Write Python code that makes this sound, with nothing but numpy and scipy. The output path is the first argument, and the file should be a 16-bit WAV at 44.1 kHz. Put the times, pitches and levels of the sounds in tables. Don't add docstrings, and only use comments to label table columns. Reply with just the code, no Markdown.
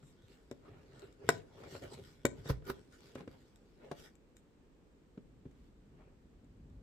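import sys
import numpy as np
from scipy import signal
from scipy.fft import rfft, irfft
from scipy.io import wavfile
from scipy.ndimage import uniform_filter1d

SR = 44100
rng = np.random.default_rng(int(sys.argv[2]) if len(sys.argv) > 2 else 0)


def wav_record(signal):
    frames = np.transpose(np.atleast_2d(signal))
    bounded = np.clip(frames, -1, 1)
    quanta = np.round(bounded * 32767).astype(np.int16)
    wavfile.write(sys.argv[1], SR, quanta)


N = 300806

# f/Hz, relative density/dB per Hz
AIR_COLOUR = [(18, -11), (50, -4.5), (98, -19.5), (160, -14), (250, -12), (370, -16), (450, -16),
              (650, -27.5), (1400, -33), (2500, -37.5), (6000, -45.5), (8300, -44), (9200, -56.5),
              (15500, -54.5)]
# t/s, level/dB
RUMBLE_SWELL = [(0, -91.5), (4.898, -74.5), (5.399, -61), (6.3, -64.5), (6.55, -57), (6.82, -54)]
# f/Hz, relative density/dB per Hz
RUMBLE_COLOUR = [(20, -15.5), (42, 0), (58, 0), (90, -8.5), (135, -8), (260, -12), (500, -42.5),
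                 (1200, -69)]
# f/Hz, likeness/0-1
AIR_SAME = [(60, 0.6), (290, 0.9), (640, 0.4), (1400, 0), (15000, 0)]
# f/Hz, likeness/0-1
NEAR_SAME = [(100, 1), (300, 0.98), (700, 0.097), (1500, 0.085), (3200, 0.13), (7000, 0.033)]
# start t/s, hardest t/s, end t/s, panel flexing level/dB, rub level/dB, hiss level/dB
STROKES = [(0.22, 0.3, 0.44, -77, -73, -71.5), (0.615, 0.674, 0.76, -66, -58.5, -78),
           (0.647, 0.763, 0.87, -56.5, -59.5, -90), (0.81, 1.032, 1.13, -60.5, -58, -70.5),
           (1.193, 1.255, 1.29, -55.5, -56.5, -75.5), (1.262, 1.3, 1.41, -47.5, -49, -57),
           (1.48, 1.644, 1.70, -58, -55, -68), (1.653, 1.753, 1.82, -55, -56.5, -55.5),
           (1.809, 1.83, 1.915, -51.5, -50.5, -57.5), (1.89, 1.937, 1.965, -64, -56, -57.5),
           (1.935, 1.987, 2.04, -51.5, -56.5, -66), (2.005, 2.053, 2.21, -63, -66.5, -64.5),
           (2.32, 2.398, 2.46, -54.5, -58.5, -69.5), (2.435, 2.48, 2.55, -65, -52, -55),
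           (2.657, 2.665, 2.70, -55, -62, -61), (2.705, 2.756, 2.88, -66, -65.5, -70.5),
           (2.882, 2.94, 3.02, -68, -73, -67), (2.97, 3.068, 3.19, -65.5, -63.5, -65),
           (3.173, 3.174, 3.24, -59, -50, -66), (3.274, 3.328, 3.38, -60, -60, -71),
           (3.30, 3.42, 3.56, -71.5, -80, -75), (3.791, 3.847, 3.92, -74, -54.5, -76),
           (3.91, 4.002, 4.08, -70, -62.5, -61.5), (4.014, 4.052, 4.10, -78, -58.5, -61),
           (5.421, 5.652, 5.72, -79, -75, -80), (5.899, 6.03, 6.14, -67.5, -64, -98)]
# f/Hz, relative density/dB per Hz
FLEX_COLOUR = [(30, -18.5), (70, -1.5), (125, 4.5), (190, -4.5), (300, -26.5), (700, -52.5)]
# f/Hz, relative density/dB per Hz
RUB_COLOUR = [(100, -37.5), (250, 0.5), (420, 2), (750, -9), (1600, -14), (2600, -17.5), (5000, -36.5),
              (12000, -59)]
# f/Hz, relative density/dB per Hz
HISS_COLOUR = [(500, -40), (1500, -1), (2500, -5), (3600, -2), (5500, -6.5), (6600, -11), (7900, -9.5),
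               (9200, -18.5), (12000, -18), (15500, -22.5)]
# f/Hz, relative level/dB, t60/s
BOX_MODES = [(256, -6, 0.055), (440, -5.5, 0.046), (660, -15, 0.023), (790, -10, 0.025), (982, 0.5, 0.015),
             (1270, -10, 0.028), (1499, 1, 0.02), (1897, -4.5, 0.02), (2264, -9, 0.046), (2378, -8, .025),
             (3071, -21, .022), (3600, -14.5, 0.02), (3930, -15, 0.018), (4260, -19, 0.051),
             (5600, -20.5, .015)]
# f/Hz, t60/s
ROOM_DECAY = [(120, 0.48), (400, 0.45), (1200, 0.19), (4000, 0.22), (8000, .21), (15000, 0.037)]
# delay t/s, gain/1
ECHOES = [(.0021, 0.19), (.0072, 0.13), (.0098, .1), (0.0128, 0.22)]
# start t/s, end t/s, level at the middle/dB
SHEARS = [(0.02, 0.132, -73.5), (3.964, 4.056, -73.5), (4.355, 4.405, -77)]
# f/Hz, relative level/dB
STEEL_MODES = [(3780, -2), (5650, -8), (6500, -9), (7280, -1), (7600, 2), (8270, -1.5), (9950, -14.5),
               (11250, -12.5), (12500, -11.5), (13800, -17.5)]
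# t/s, pitch factor of the struck panel/1,
# thump level/dB, hollow body level/dB, clack level/dB, left over right/dB
KNOCKS = [(0.027, 1.2, -54, -74, -70.5, 4), (0.234, 0.85, -59.5, -61, -100, 0),
          (0.513, 1.02, -54.5, -42.5, -58, 3), (1.2899, 1.24, -40.5, -28, -26, 2.5),
          (1.635, 1.05, -76, -55.5, -58, 3), (1.668, 1.16, -59.5, -60.5, -63, 3),
          (1.75, 1.01, -74, -46, -54.5, 1), (2.2512, 1.005, -40, -26, -39, 1),
          (2.4575, 1.2, -46.5, -52.5, -57.5, 1), (2.4992, 0.8, -34.5, -35, -44.5, 0.5),
          (2.505, 0.97, -35.5, -47.5, -53, -4), (2.621, 1.23, -69, -56, -71.5, -4),
          (2.701, 1, -53, -50, -44.5, -1), (3.1553, 0.993, -52.5, -45, -54, -0.5),
          (3.206, 1.5, -52, -54.5, -58, -0.5), (3.276, 0.89, -53, -47.5, -59, 0.5),
          (3.914, 1.286, -49.5, -44, -47.5, -0.5), (3.9175, 1.58, -67, -47, -55, 10),
          (5.175, 1.68, -47, -49, -68.5, 1.5), (5.454, 1.02, -51.5, -47.5, -75, 1.5)]
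# f/Hz, relative level/dB, t60/s
PANEL_MODES = [(124, -2.5, 0.07), (242.6, -5, 0.036), (295, -7.5, .04), (352, -1.5, 0.035),
               (540, -2.5, 0.039)]
# t/s, peak level before the left side is raised/dB
CLINKS = [(0.513, -43.5), (0.995, -51.5), (1.126, -59), (1.2902, -15.5), (2.2536, -18.5), (2.262, -37),
          (2.653, -53), (2.925, -57), (3.006, -55), (3.153, -49), (3.559, -56), (4.154, -57), (4.368, -50),
          (5.513, -64.5), (6.445, -67), (6.70, -64.5)]
# t/s, level/dB
THUDS = [(2.248, -36), (2.385, -47), (2.411, -48), (2.504, -25), (2.699, -42.5)]
# f/Hz, relative level/dB, t60/s
TABLE_MODES = [(57.7, -7.5, 0.27), (77, 0, 0.034), (113.4, 2, .06)]
# start t/s, hardest t/s, level at the hardest/dB, rise from the start/dB, fall time constant t/s
SKIDS = [(2.469, 2.497, -32.5, 44, 0.011), (2.64, 2.701, -35.5, 32.5, 0.01)]

AIR_DB = -64
EDGE_DB, SWELL_POWER = 15.5, 1.5
HOLD_UNTIL_S, HOLD_DB = 4.15, (-75, -78.5, -81.5)
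STEEL_T60 = .014
CONTACT_S, FIRM_DB, DOUBLING_DB = 0.00049, -40, 13.5
CRACK_DB = -16.5
MIC_LOW_HZ, EDGE_HZ = 29.8, 15500


def amp(db):
    return 10 ** (np.asarray(db) / 20)


def evened(x):
    return x / np.sqrt(np.mean(x ** 2) + 1e-20)


def read(points, hz):
    f, value = np.transpose(points)
    return np.interp(np.log(hz + 1), np.log(f + 1), value)


def add(mix, s, sound):
    part = mix[:, max(round(s * SR), 0):][:, :sound.shape[1]]
    part += sound[:, :part.shape[1]]


def coloured(x, colour, same):
    hz = np.fft.rfftfreq(N, 1 / SR)
    left, other = rfft(x)
    likeness = np.clip(read(same, hz), 0, 1)
    right = likeness * left + np.sqrt(1 - likeness ** 2) * other
    return evened(irfft(np.array([left, right]) * amp(read(colour, hz)), N))


def ring(modes, t):
    return sum(amp(db - 60 * t / t60) * np.sin(2 * np.pi * hz * t) for hz, db, t60 in modes)


def air():
    steady = amp(AIR_DB) * coloured(rng.standard_normal((2, N)), AIR_COLOUR, AIR_SAME)
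    swell = amp(np.interp(np.arange(N) / SR, *np.transpose(RUMBLE_SWELL)))
    return steady + swell * coloured(rng.standard_normal((2, N)), RUMBLE_COLOUR, NEAR_SAME)


def grains(per_s, spread_db):
    size = amp(spread_db * np.minimum(rng.exponential(1, N), 4))
    fires = rng.random(N) < per_s / SR
    return size * fires * rng.standard_normal((2, N))


def through_box(x, share):
    response = ring(BOX_MODES, np.arange(4096) / SR)
    body = signal.oaconvolve(x, response[None], axes=1)[:, :N]
    return evened(x) + share * evened(body)


def patchy(x, depth_db, wide=5, long=13):
    z = signal.stft(x, SR, nperseg=512, noverlap=384)[2]
    drift = rng.standard_normal(z.shape[1:])
    for _ in range(2):
        drift = uniform_filter1d(drift, round(wide), 0)
        drift = uniform_filter1d(drift, round(long), 1)
    return signal.istft(z * amp(depth_db * evened(drift)), SR, nperseg=512, noverlap=384)[1][:, :N]


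def strokes():
    t = np.arange(N) / SR
    flex = coloured(grains(600, 1.5), FLEX_COLOUR, NEAR_SAME)
    rub = patchy(through_box(grains(4400, 1.6), 0.098), depth_db=3.5, wide=3)
    rub = coloured(rub, RUB_COLOUR, NEAR_SAME)
    grit = evened(grains(6000, 2.1)) + .45 * evened(grains(130, 2.5))
    hiss = patchy(through_box(grit, 0.25), depth_db=3.5, wide=5)
    hiss = coloured(hiss, HISS_COLOUR, NEAR_SAME)

    hold = np.clip((HOLD_UNTIL_S - t) / 0.12, 0, 1)
    power = np.outer(amp(HOLD_DB) ** 2, hold)
    for start, top, end, *levels_db in STROKES:
        away = np.maximum((top - t) / (top - start), (t - top) / (end - top))
        on = away < 2
        swell = amp(-EDGE_DB * away[on] ** SWELL_POWER)
        power[:, on] += np.outer(amp(levels_db), swell) ** 2
    return sum(level * layer for level, layer in zip(np.sqrt(power), (flex, rub, hiss)))


def room(x, wet_db=-18.0, build_s=0.0066, side_s=.0003, size=22000):
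    taps = rng.standard_normal((2, size)) * (rng.random((2, size)) < 4000 / SR)
    hz, t, z = signal.stft(taps, SR, nperseg=256)
    decay = amp(-60 * t / read(ROOM_DECAY, hz)[:, None])
    tail = signal.istft(z * decay, SR, nperseg=256)[1]
    tail *= np.clip(np.arange(tail.shape[1]) / SR / build_s - .5, 0, 1)
    tail *= amp(wet_db) / np.linalg.norm(tail[0])
    for delay, gain in ECHOES:
        tail[[0, 1], [round(delay * SR), round((delay + side_s) * SR)]] += gain
    return signal.fftconvolve(x, tail, axes=1)[:, :N]


def blade(t):
    return ring([(hz, db, STEEL_T60) for hz, db in STEEL_MODES], t)


def shears():
    t = np.arange(N) / SR
    response = blade(np.arange(2048) / SR)
    steel = evened(signal.oaconvolve(grains(5800, 1.3), response[None], axes=1)[:, :N])
    level = np.zeros(N)
    for start, end, db in SHEARS:
        along = np.clip((t - start) / (end - start), 0, 1)
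        level += amp(db) * np.sqrt(abs(np.sin(np.pi * along)))
    return steel * level


def weighted(sound, levels_db, size=8192):
    edges = np.array([70, 220, 700, 2600, 15000])
    centres = np.sqrt(edges[:-1] * edges[1:])
    hz, z = abs(np.fft.fftfreq(size, 1 / SR)), np.fft.fft(sound, size)
    power = (abs(z) ** 2).mean(0) / size / (.02 * SR)
    own_db = [10 * np.log10(power[(hz >= lo) & (hz < hi)].sum()) for lo, hi in zip(edges, edges[1:])]
    log_gain = read(np.c_[centres, np.log(amp(levels_db - np.array(own_db)))], hz)
    minimum_phase = np.exp(np.conj(signal.hilbert(log_gain)))
    return np.fft.ifft(z * minimum_phase).real


def knocks(crack=1.0, crumple=.13, crumple_s=0.0088, lag_s=0.000092, low_hz=110, hard_hz=15000,
           soft_s=.0012, reach=.6):
    out, t = np.zeros((2, N)), np.arange(6000) / SR
    radiated = signal.butter(2, low_hz, "high", fs=SR, output="sos")
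    for s, pitch, thump_db, hollow_db, clack_db, pan_db in KNOCKS:
        contact_s = CONTACT_S * 2 ** ((FIRM_DB - clack_db) / DOUBLING_DB)
        modes = [(hz * pitch, db, t60) for hz, db, t60 in PANEL_MODES] + list(BOX_MODES)
        modes = [(hz, db - 10 * np.log10(1 + (hz * contact_s / reach) ** 4), t60) for hz, db, t60 in modes]
        press = 1 - np.exp(-t / contact_s)
        body = press * np.array([ring(modes, t), ring(modes, np.maximum(t - lag_s, 0))])
        snap = crack * np.exp(-t / (contact_s + 0.0019))
        force = press * (snap + crumple * np.exp(-t / crumple_s))
        top_hz = np.clip(hard_hz / (1 + contact_s / soft_s), 3000, 20000)
        band = signal.butter(2, [1100, top_hz], "band", fs=SR, output="sos")
        fibres = signal.sosfilt(band, force * rng.standard_normal((2, len(t))))
        levels_db = np.array([thump_db, hollow_db, clack_db, clack_db + CRACK_DB])
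        blow = weighted(signal.sosfilt(radiated, body + fibres), levels_db)
        add(out, s, blow * amp([[pan_db / 2], [-pan_db / 2]]))
    return out


def clinks(chatter_s=0.00083, dry=0.64, box_share=.5, left_db=4.5):
    out, t = np.zeros((2, N)), np.arange(3000) / SR
    panels = signal.sosfilt(signal.butter(2, 1900, "high", fs=SR, output="sos"), ring(BOX_MODES, t))
    answer = evened(blade(t)) + box_share * evened(panels)
    for s, db in CLINKS:
        chatter = rng.standard_normal((2, len(t))) * np.exp(-t / chatter_s)
        ringing = signal.fftconvolve(chatter, answer[None], axes=1)[:, :len(t)]
        sound = evened(ringing) + dry * evened(chatter)
        add(out, s, amp(db) * sound / abs(sound).max() * amp([[left_db], [0]]))
    return out


def thuds(press_s=0.00169):
    out, t = np.zeros((2, N)), np.arange(8000) / SR
    boom = ring(TABLE_MODES, t) * (1 - np.exp(-t / press_s))
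    for s, db in THUDS:
        add(out, s, amp(db) * np.array([boom, boom]))
    return out


def skids():
    t = np.arange(N) / SR
    force = np.zeros(N)
    for start, top, db, rise_db, fall in SKIDS:
        rise = amp(db - rise_db * np.clip((top - t) / (top - start), 0, 2))
        force += rise * (t > start) * np.exp(-np.maximum(t - top, 0) / fall)
    slips = patchy(through_box(grains(3500, 2.2), 0.3), depth_db=2.5, wide=4)
    return force * coloured(slips, SKID_COLOUR, NEAR_SAME)


# f/Hz, relative density/dB per Hz
SKID_COLOUR = [(60, -18), (150, -9.5), (400, 6), (800, -18), (1450, -4), (2600, -16.5), (5000, -12),
               (7000, -25.5), (9500, -25.5), (12000, -18.5), (15500, -21)]


def scene():
    near = strokes() + shears() + knocks() + clinks() + thuds() + skids()
    return near + room(near) + air()


def record(dry):
    heard = signal.sosfilt(signal.butter(2, MIC_LOW_HZ, "high", fs=SR, output="sos"), dry)
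    band_limit = signal.firwin(201, EDGE_HZ, window=("kaiser", 8), fs=SR)
    return signal.oaconvolve(heard, band_limit[None], "same")


dry = scene()
out = record(dry)
wav_record(out)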